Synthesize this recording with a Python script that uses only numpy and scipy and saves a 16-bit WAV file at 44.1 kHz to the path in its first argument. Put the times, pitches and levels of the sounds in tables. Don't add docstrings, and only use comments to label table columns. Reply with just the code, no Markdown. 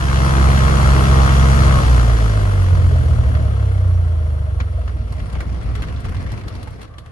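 import sys
import numpy as np
from scipy import signal
from scipy.io import wavfile
from scipy.ndimage import uniform_filter1d

SR = 44100
rng = np.random.default_rng(int(sys.argv[2]) if len(sys.argv) > 2 else 0)


def invert_db(x):
    u = np.asarray(x, float) / 20
    return 10 ** u


def wrap_up_sound(samples):
    columns = np.atleast_2d(samples).T
    tamed = np.clip(columns, -1, 1)
    steps = np.round(tamed * 32767).astype(np.int16)
    wavfile.write(sys.argv[1], SR, steps)


N = 313551
TIME = np.arange(N) / SR
RUN_HZ = 67.05
SETTLED_S = 2.91
OPENING_DB, OPENING_S = -10.5, 0.2

# start_s, length_s, level_db
KICKS = [
    (5.16, 0.13, -24.5),
    (5.345, 0.065, -22),
    (5.47, 0.14, -22.5),
    (5.66, 0.27, -20),
    (5.91, 0.082, -23.5),
    (6.065, 0.29, -20.5),
    (6.44, 0.025, -26),
    (6.53, 0.045, -28),
    (6.625, 0.022, -31),
    (6.67, 0.077, -29),
]


def in_time(rows):
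    s, *columns = np.transpose(rows)
    return [np.interp(TIME, s, c) for c in columns]


def at_hz(points, hz):
    table_hz, values = np.transpose(points)
    return np.interp(np.log(hz), np.log(table_hz), values)


def ramp(start_s, length_s):
    return np.clip((TIME - start_s) / length_s, 0, 1)


def swells(rows, edge_s, sag_db_per_s):
    heights = []
    for s, length_s, db in rows:
        sagging = invert_db(db - sag_db_per_s * (TIME - s))
        heights.append(sagging * ramp(s - edge_s, edge_s) * (1 - ramp(s + length_s, edge_s)))
    return np.max(heights, axis=0)


def rms_one(x):
    return x / np.sqrt(np.mean(x ** 2) + 1e-20)


def drift(rate_hz):
    r = np.exp(-80 * np.pi * rate_hz / SR)
    slow = signal.lfilter([1], [1, -2 * r, r * r], rng.standard_normal(N // 40 + 2002))[2000:]
    return np.interp(np.arange(N) / 40, np.arange(len(slow)), rms_one(slow))


def resonance(x, hz, width_hz):
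    r = np.exp(-np.pi * max(width_hz, .5) / SR)
    zeros = np.array([1, 0, -1]) * (1 - r * r) / 2
    return signal.lfilter(zeros, [1, -2 * r * np.cos(2 * np.pi * hz / SR), r * r], x)


def pair(near, far, hz):
    # pitch_hz, level_db
    left_db = [(60, -1), (110, -.5), (200, 1), (380, -.5), (600, 3), (790, 2.5), (810, 9), (880, 9),
               (930, 2.5), (1000, 2), (1250, 3), (1580, 2.5), (2200, 1.2), (3200, 2.5), (5000, 1),
               (8120, -3), (15000, -2)]
    # pitch_hz, delay_samples
    lag = [(100, 20), (160, 6), (250, 10), (320, 20), (800, 19), (875, 26), (940, 43), (1000, 34),
           (1080, 35), (1145, 37), (1200, 13), (1280, 8), (1350, 12), (1550, 14), (1700, 16), (2000, 15),
           (2500, 17), (6500, 19), (7500, 0)]
    tilt = invert_db(at_hz(left_db, hz) / 2)
    return np.array([near * tilt, np.roll(far, round(at_hz(lag, hz))) / tilt])


def speed():
    # time_s, firing_hz
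    firing = [(1.65, 67.05), (1.8, 64.2), (2.0, 59.7), (2.2, 55.1), (2.4, 50.8), (2.6, 46.8), (2.8, 43.8),
              (3.0, 41.0), (3.2, 38.7), (3.4, 36.4), (3.8, 31.4), (4.2, 26.8), (4.6, 22.85), (5.0, 19.4),
              (5.5, 15.5), (7.2, 4.5)]
    return uniform_filter1d(in_time(firing)[0], size=6000, mode="nearest")


def pressure_pulses(firing_hz, phase):
    # pitch_hz, level_db
    cabin = [(28, -23.5), (62, -1), (75, -1.5), (90, 2), (110, -9), (126, -8), (165, -24.5), (270, -22)]
    # pitch_hz, turn_rad
    cabin_turn = [(82, 0), (108, 2.1), (140, 2.8)]
    # burning_db, starving_db, settled_db
    orders = [
        (-3.5, 1, -10),
        (2.5, 0.05, 0),
        (5, -6, 4),
        (-14.5, -4, -1.5),
        (-32, -15, -3),
    ]
    suction_turn_rad = -2.1
    starved, settled = ramp(1.83 - .04, .08), ramp(SETTLED_S - .05, .1)
    misfire_db = -7 * np.exp(-((TIME - 1.856) / 0.055) ** 2)
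    pulse_db = -9 + 10 * np.log2(firing_hz / RUN_HZ) + misfire_db + OPENING_DB * np.exp(-TIME / OPENING_S)
    out = 0
    for k, (burning_db, starving_db, settled_db) in enumerate(orders, 1):
        state_db = burning_db + (starving_db - burning_db) * starved + (settled_db - starving_db) * settled
        level_db = pulse_db + at_hz(cabin, k * firing_hz) + state_db
        turn = settled * at_hz(cabin_turn, k * firing_hz) + (k == 1) * suction_turn_rad * starved
        out = out + invert_db(level_db + 4.5 + 0.6 * drift(45.0)) * np.cos(k * (phase + np.pi / 2) + turn)
    return out


def uneven_cylinders(burn_db, phase):
    # order_of_crank, level_db
    uneven = [(1, -48), (2, -36), (4, -32), (5, -30), (7, -28), (8, -40), (10, -42), (11, -42)]
    return sum(invert_db(burn_db - burn_db[SR] + db + 3 + 2 * drift(4.0)) * np.cos(k * phase / 3 + 6 * rng.random())
               for k, db in uneven)


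def pumping(firing_hz, phase):
    # pitch_hz, level_db
    coast = [(60, -14), (100, -1), (135, -8), (165, -22), (200, -20), (230, -10), (265, -18), (400, -30)]
    pumping_db = np.interp(TIME, [1.7, 2.2, 3.3, 4.2, 5.0], [-54, -28, -17.5, -46.0, -21.5])
    out = 0
    for k in range(6, 13):
        level_db = pumping_db + at_hz(coast, k * firing_hz) - 1.27 * k + 3.7 * drift(7.0)
        out = out + invert_db(level_db) * np.cos(k * (phase + np.pi / 2))
    return out


def exhaust(burn_db, firing_hz, phase):
    # multiple_of_firing, level_db
    pipe = [(5, -39), (6, -38), (7, -37), (8, -39), (8.7, -27), (9, -37), (10, -35), (11, -35), (12, -36),
            (12.5, -38), (13, -36), (14, -36), (15, -38), (16, -35), (16.3, -30), (17, -37), (18, -31),
            (19, -34), (20, -39), (21, -38), (22, -43), (23, -45), (24, -40), (26, -45)]
    starves_db = np.interp(TIME, [1.65, 1.85, 2.1, 2.6], [-2.0, -1.0, -3.5, -7.5]) + 1.6 * drift(3.5)
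    out = 0
    for k in range(5, 27):
        colour_db = at_hz(pipe, k * firing_hz / RUN_HZ)
        opening_cut_db = 10 * (k < 12 and k != 10) + 7 * (16 < k < 23) - 6 * (k > 22)
        level_db = burn_db - burn_db[SR] + starves_db + colour_db + 5.2 + 2.2 * drift(9.0)
        level = invert_db(level_db - opening_cut_db * np.exp(-TIME / .3))
        start = (.45 if k > 13 else 1.6) * rng.standard_normal()
        turn = .15 * rng.standard_normal()
        out = out + pair(level * np.cos(k * phase + start), level * np.cos(k * phase + start + turn), 67 * k)
    return out


def engine(burn_db, firing_hz, phase):
    low = pressure_pulses(firing_hz, phase) + uneven_cylinders(burn_db, phase) + pumping(firing_hz, phase)
    low = -low * np.clip((5.5 - TIME) / .3, 0, 1)
    sway = -0.02 + 0.016 * drift(2.4)
    return pair(low * (1 + sway), low * (1 - sway), 100) + exhaust(burn_db, firing_hz, phase)


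def shudder(opening_db):
    # pitch_hz, width_hz, level_db
    modes = [(34, 16, -12), (63.8, 4.4, 3), (82.3, 5.6, 1), (85.3, 22, -1), (122.8, 12.4, -6.5),
             (139.4, 24.4, -12.5)]
    # time_s, level_db
    shake = [(1.9, -18), (2.2, -25), (3.6, -28), (4.9, -30), (5.3, -35), (6.4, -35), (7.1, -38)]
    # start_s, length_s, level_db
    lurches = [
        (1.63, 0.21, -14.5),
        (2.74, 0.74, -15.5),
    ]
    (level_db,), white = in_time(shake), rng.standard_normal((2, N))
    booms = sum((-1) ** k * invert_db(db) * resonance(white, hz, width) for k, (hz, width, db) in enumerate(modes))
    booms = signal.sosfilt(signal.butter(2, [20, 150], "band", fs=SR, output="sos"), booms)
    booms = booms / uniform_filter1d(booms ** 2, size=3500) ** .3
    jolts = np.maximum(swells(lurches, 0.095, 3), swells(KICKS, 0.049, 12))
    mid, side = np.maximum(invert_db(level_db + opening_db), jolts) * rms_one(booms)
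    return pair(mid + .26 * side, mid - .26 * side, 70)


def chuffs(phase):
    firing = np.floor(phase / (2 * np.pi) + .5).astype(int)
    chuff = np.exp(2.5 * np.cos(phase)) * invert_db(1.4 * rng.standard_normal(600)[firing])
    return (chuff / chuff.mean() - 1) * .7


def trim_rustle():
    # time_s, level_db
    rustle = [
        (2.6, -41),
        (3.5, -66),
        (5.05, -43),
        (5.2, -38.5),
        (6.5, -39.5),
        (6.84, -40.5),
        (6.92, -50),
    ]
    kicks = uniform_filter1d(swells(KICKS, 0.12, 4.4), size=1500) / invert_db(-17.5)
    kick_share = 0.4
    return in_time(rustle)[0] + 20 * kick_share * np.log10(kicks + 0.32) * ramp(4.86, .15)


def trim_crackle():
    per_s, decay_s, level_db = 110, .004, 1.0
    ticks = (rng.random(N) < per_s / SR) * np.minimum(rng.exponential(1, N), 2.5)
    return invert_db(level_db) * signal.lfilter([1], [1, -np.exp(-1 / (decay_s * SR))], ticks + 1e-18)


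def click_bursts(hz):
    # start_s, peak_db, ring_hz, bright_share_db
    clicks = [(2.6304, -32.5, 1800, -8.5), (3.352, -25.5, 1660, -29), (4.2654, -52, 1420, -8),
              (4.603, -21, 1780, -33), (4.612, -37, 1500, -40), (4.815, -38.5, 1900, -40),
              (4.7804, -48, 1790, -24), (4.879, -29, 1510, -37), (4.895, -37, 1100, -40),
              (5.124, -36, 5000, -8), (5.202, -31.5, 2500, -23), (5.300, -37, 4000, -15),
              (5.3284, -35, 5000, -10), (5.406, -24.5, 1840, -16), (5.519, -42, 2500, -20),
              (5.6306, -41, 4000, -10), (5.754, -27, 2500, -15), (5.762, -38, 1500, -25),
              (5.822, -26, 2800, -14), (5.829, -34, 2000, -25), (5.838, -34, 1200, -30),
              (5.885, -31, 2500, -20), (5.9634, -36, 4200, -26), (6.0034, -42, 5000, -3),
              (6.052, -35, 3000, -10.5), (6.0934, -38.5, 4500, -8), (6.153, -34, 2460, -22),
              (6.167, -35, 3000, -21), (6.319, -32, 4500, -11), (6.395, -43, 4000, -13),
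              (6.482, -27.5, 4040, -15.5), (6.553, -32.5, 4200, -16), (6.631, -33.5, 4200, -9.5),
              (6.675, -35, 1700, -16), (6.706, -45, 5000, -8), (6.816, -33.5, 4198, -12),
              (6.83, -37.5, 3850, -14), (6.94, -41, 1900, -28), (6.984, -31, 3820, -14),
              (7.0614, -38, 2400, -16)]
    s, peak_db, ring_hz, bright_db = np.transpose(clicks)
    lift_db = 7.5 * np.exp(-(np.log2(hz / ring_hz) / 0.52) ** 2)
    part_db = 8.5 + bright_db if hz > 6500 else -13 + lift_db
    hits = np.full(N, 1e-18)
    hits[(s * SR).astype(int)] = invert_db(peak_db + part_db)
    hits = uniform_filter1d(hits, size=130, origin=-64)
    power = 0
    for db, t60_s in ((0, .05), (-15, 0.17)):
        ringing = signal.lfilter([1], [1, -invert_db(-60 / (t60_s * SR))], hits)
        power = power + (invert_db(db) * ringing) ** 2
    return power


def noises(burn_db, air_db, trim_db, phase):
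    # pitch_hz, density_db
    roar = [(140, 1), (200, -8), (300, -4), (380, -8.5), (500, -9), (630, -14), (790, -9), (950, -8),
            (1300, -8), (1550, -4), (2000, -14), (2500, -19.5), (3200, -18.5), (6500, -26.5), (10300, -31),
            (12500, -40)]
    # pitch_hz, density_db
    airflow = [(140, -2.5), (200, -9.5), (280, -10), (380, -8.5), (500, -3.5), (620, -5), (800, -9.5),
               (1250, -13), (1550, -10.5), (2300, -28.5), (3200, -25), (6500, -40.5), (10000, -35.5),
               (12500, -50)]
    # pitch_hz, density_db
    trim = [(140, 4.5), (220, 1), (420, -3), (800, -7.5), (1100, -10.5), (1700, -12.5), (2600, -22),
            (3500, -25.5), (4800, -26), (6500, -38), (9500, -34), (12500, -50)]
    # pitch_hz, density_db
    crack = [(140, 10), (500, 13), (1100, 10.5), (1600, 13.5), (2400, -2), (3500, 3.5), (6000, -9),
             (12500, -15)]
    # pitch_hz, depth_0_1
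    burning_throb = [(140, 0.2), (600, 0.05), (1000, 0.22), (1500, 0.25), (2000, 0.27), (3200, 0.24),
                     (5000, 0.06), (12500, 0.15)]
    # pitch_hz, depth_0_1
    coast_throb = [(140, 0.15), (700, 0.08), (1000, 0.4), (1400, 0.4), (2000, 0.13), (5000, 0.09),
                   (12500, 0.09)]
    # pitch_hz, share_0_1
    likeness = [(140, .78), (250, .62), (450, .72), (650, .55), (800, .75), (1000, .5), (1250, .55),
                (1600, .88), (2000, .75), (2500, .45), (3500, .5), (6500, .42), (9000, .6), (12500, .6)]
    beat, crackle = chuffs(phase), trim_crackle()
    lumps = invert_db(2 * (1.0 * drift(14.0) + 1.2 * drift(60.0)))
    burn_power, air_power, trim_power = invert_db(2 * burn_db), invert_db(2 * air_db), invert_db(2 * trim_db) * lumps
    unfuelled = ramp(1.70, 0.66)
    throb_share = (1 - 0.4 * ramp(SETTLED_S, 0.6)) * (1 + .7 * np.exp(-TIME / 0.36))
    edges_hz = 140 * 2 ** np.arange(0, 6.7, 1 / 3)
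    white, out = rng.standard_normal((2, 2, N)), 0
    for k, (low, high) in enumerate(zip(edges_hz, edges_hz[1:])):
        hz = np.sqrt(low * high)
        band = signal.butter(2, [low, high], "band", fs=SR, output="sos")
        mid, side = signal.sosfilt(band, white[k % 2])
        steady = burn_power * invert_db(2 * (at_hz(roar, hz) + 21.5))
        steady = steady + air_power * invert_db(2 * (at_hz(airflow, hz) + 21.5))
        patchy_db = 1.5 * drift(15.0)
        trim_colour = invert_db(2 * (at_hz(trim, hz) + 21.5 + patchy_db))
        steady = steady + trim_power * (0.82 + crackle * (hz > 900)) * trim_colour
        clicks = click_bursts(hz) * invert_db(2 * at_hz(crack, hz))
        burning, coasting = at_hz(burning_throb, hz), at_hz(coast_throb, hz)
        depth = (burning + (coasting - burning) * unfuelled) * throb_share
        throb = np.maximum(1 + depth * beat * (TIME < 5.4), .1)
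        gain = np.sqrt(steady * throb ** 2 * invert_db(2 * 0.84 * drift(11.4)) + 10.2 * clicks)
        alike = np.clip(at_hz(likeness, hz), 0, 1) * (1 - .55 * (hz > 380) * ramp(5.15, 0.26))
        shared, own = np.sqrt((1 + alike) / 2) * mid, np.sqrt((1 - alike) / 2) * side
        out = out + pair(gain * (shared + own), gain * (shared - own), hz)
    return signal.sosfilt(signal.cheby2(16, 60, 12800, fs=SR, output="sos"), out)


def top_hiss(burn_db):
    level = invert_db(burn_db - 20 + 3.0 * drift(9.8)) + invert_db(-22.0) * np.sqrt(click_bursts(9000))
    air = rng.standard_normal(N) * level
    band = signal.butter(4, [14450, 15250], "band", fs=SR, output="sos")
    return signal.sosfilt(band, [air, np.roll(air, 1)])


def whines(air_db):
    # pitch_hz, width_hz, level_db, start_s, stop_s, share_of_airflow_fall
    tones = [
        (622, 40, -42, 0.1, 5.3, .6),
        (626, 7, -39, .1, 1.8, 0),
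        (505, 9, -45, .2, 1.7, 0),
        (5720, 150, -67, 0.1, 5.6, .9),
        (1157, 14, -55, 6.82, 7.3, 0),
        (1082, 6, -60, 6.82, 7.3, 0),
        (1238, 10, -59, 6.82, 7.3, 0),
        (79, 8, -43, 6.85, 7.3, 0),
    ]
    out = 0
    for hz, width, db, start, stop, follows in tones:
        tone = rms_one(resonance(resonance(rng.standard_normal(N), hz, width), hz, width))
        evenness = .4 if width < 15 else 0
        tone = tone / uniform_filter1d(tone ** 2, size=4000) ** evenness
        level = invert_db(db + follows * (air_db - air_db[2 * SR] + 2 * drift(5.0)))
        tone = level * tone * np.clip(np.minimum(TIME - start, stop - TIME) / .08, 0, 1)
        out = out + pair(tone, tone, 9000)
    return out


def gyro():
    # time_s, level_db
    level = [(2.0, -68), (3.3, -71), (4.2, -72), (4.7, -67), (5.1, -71), (5.8, -71)]
    hz = 9286 - 36 * np.clip(TIME - 4.2, 0, None) + 3 * drift(4.0)
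    tone = invert_db(in_time(level)[0] + 3 + 1.5 * drift(8.0)) * np.sin(2 * np.pi * np.cumsum(hz) / SR)
    tone = tone * ramp(1.9, .1) * (1 - ramp(5.85, .05))
    return pair(tone, tone, 9000)


def panel_pings():
    # start_s, pitch_hz, level_db
    pings = [(2.92, 426, -25), (4.572, 1103, -41), (4.606, 235, -33), (4.783, 643, -28.5),
             (4.795, 716, -41), (5.405, 1595, -42), (5.406, 2250, -43), (6.06, 905, -35), (6.315, 850, -40),
             (6.544, 885, -38), (6.58, 640, -44), (6.671, 870, -32)]
    out = 0
    for s, hz, db in pings:
        age = np.clip(TIME - s, 0, None) / .006
        tone = invert_db(db) * np.sin(2 * np.pi * hz * TIME) * age * np.exp(1 - age)
        out = out + pair(tone, tone, 9000)
    return out


def scene():
    firing_hz = speed()
    phase = 1.9 + 2 * np.pi * np.cumsum(firing_hz) / SR + .05 * drift(5.0)
    opening_db = 0.49 * OPENING_DB * np.exp(-TIME / (1.33 * OPENING_S))
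    burn_db = -24 + 23 * np.log2(firing_hz / RUN_HZ) + opening_db
    air_full_hz, air_least_db = 42.2, -50
    air_db = -31 + 10.5 * np.log2(np.minimum(firing_hz / air_full_hz, 1))
    air_db = np.maximum(air_db, air_least_db) + 1.3 * opening_db
    out = engine(burn_db, firing_hz, phase) + shudder(opening_db)
    out = out + noises(burn_db, air_db, trim_rustle(), phase) + top_hiss(burn_db)
    return out + whines(air_db) + gyro() + panel_pings()


def band_limit(x):
    return signal.sosfilt(signal.butter(12, 15800, fs=SR, output="sos"), x)


def record(dry):
    # pitch_hz, width_hz, level_db
    case = [(372, 40, -4), (565, 40, -5), (850, 35, -4), (1455, 60, -5), (1680, 260, -5), (3750, 300, -2.5),
            (5350, 280, -7), (5720, 180, 5), (6150, 250, -8), (6450, 220, 4), (7680, 380, -15),
            (8500, 900, -2.5), (9500, 500, -4), (10250, 700, 2.5), (11100, 700, -4)]
    # pitch_hz, width_hz, level_db
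    left_dips = [(960, 170, -7)]
    # pitch_hz, width_hz, level_db
    right_dips = [(845, 260, -7), (1265, 220, -8)]
    sides = list(dry)
    for k, dips in enumerate((left_dips, right_dips)):
        for hz, width, db in dips + case:
            sides[k] = sides[k] - (1 - invert_db(db)) * resonance(sides[k], hz, width)
    return band_limit(1.144 * np.tanh(np.array(sides) / 1.138))


dry = scene()
out = record(dry)
wrap_up_sound(out)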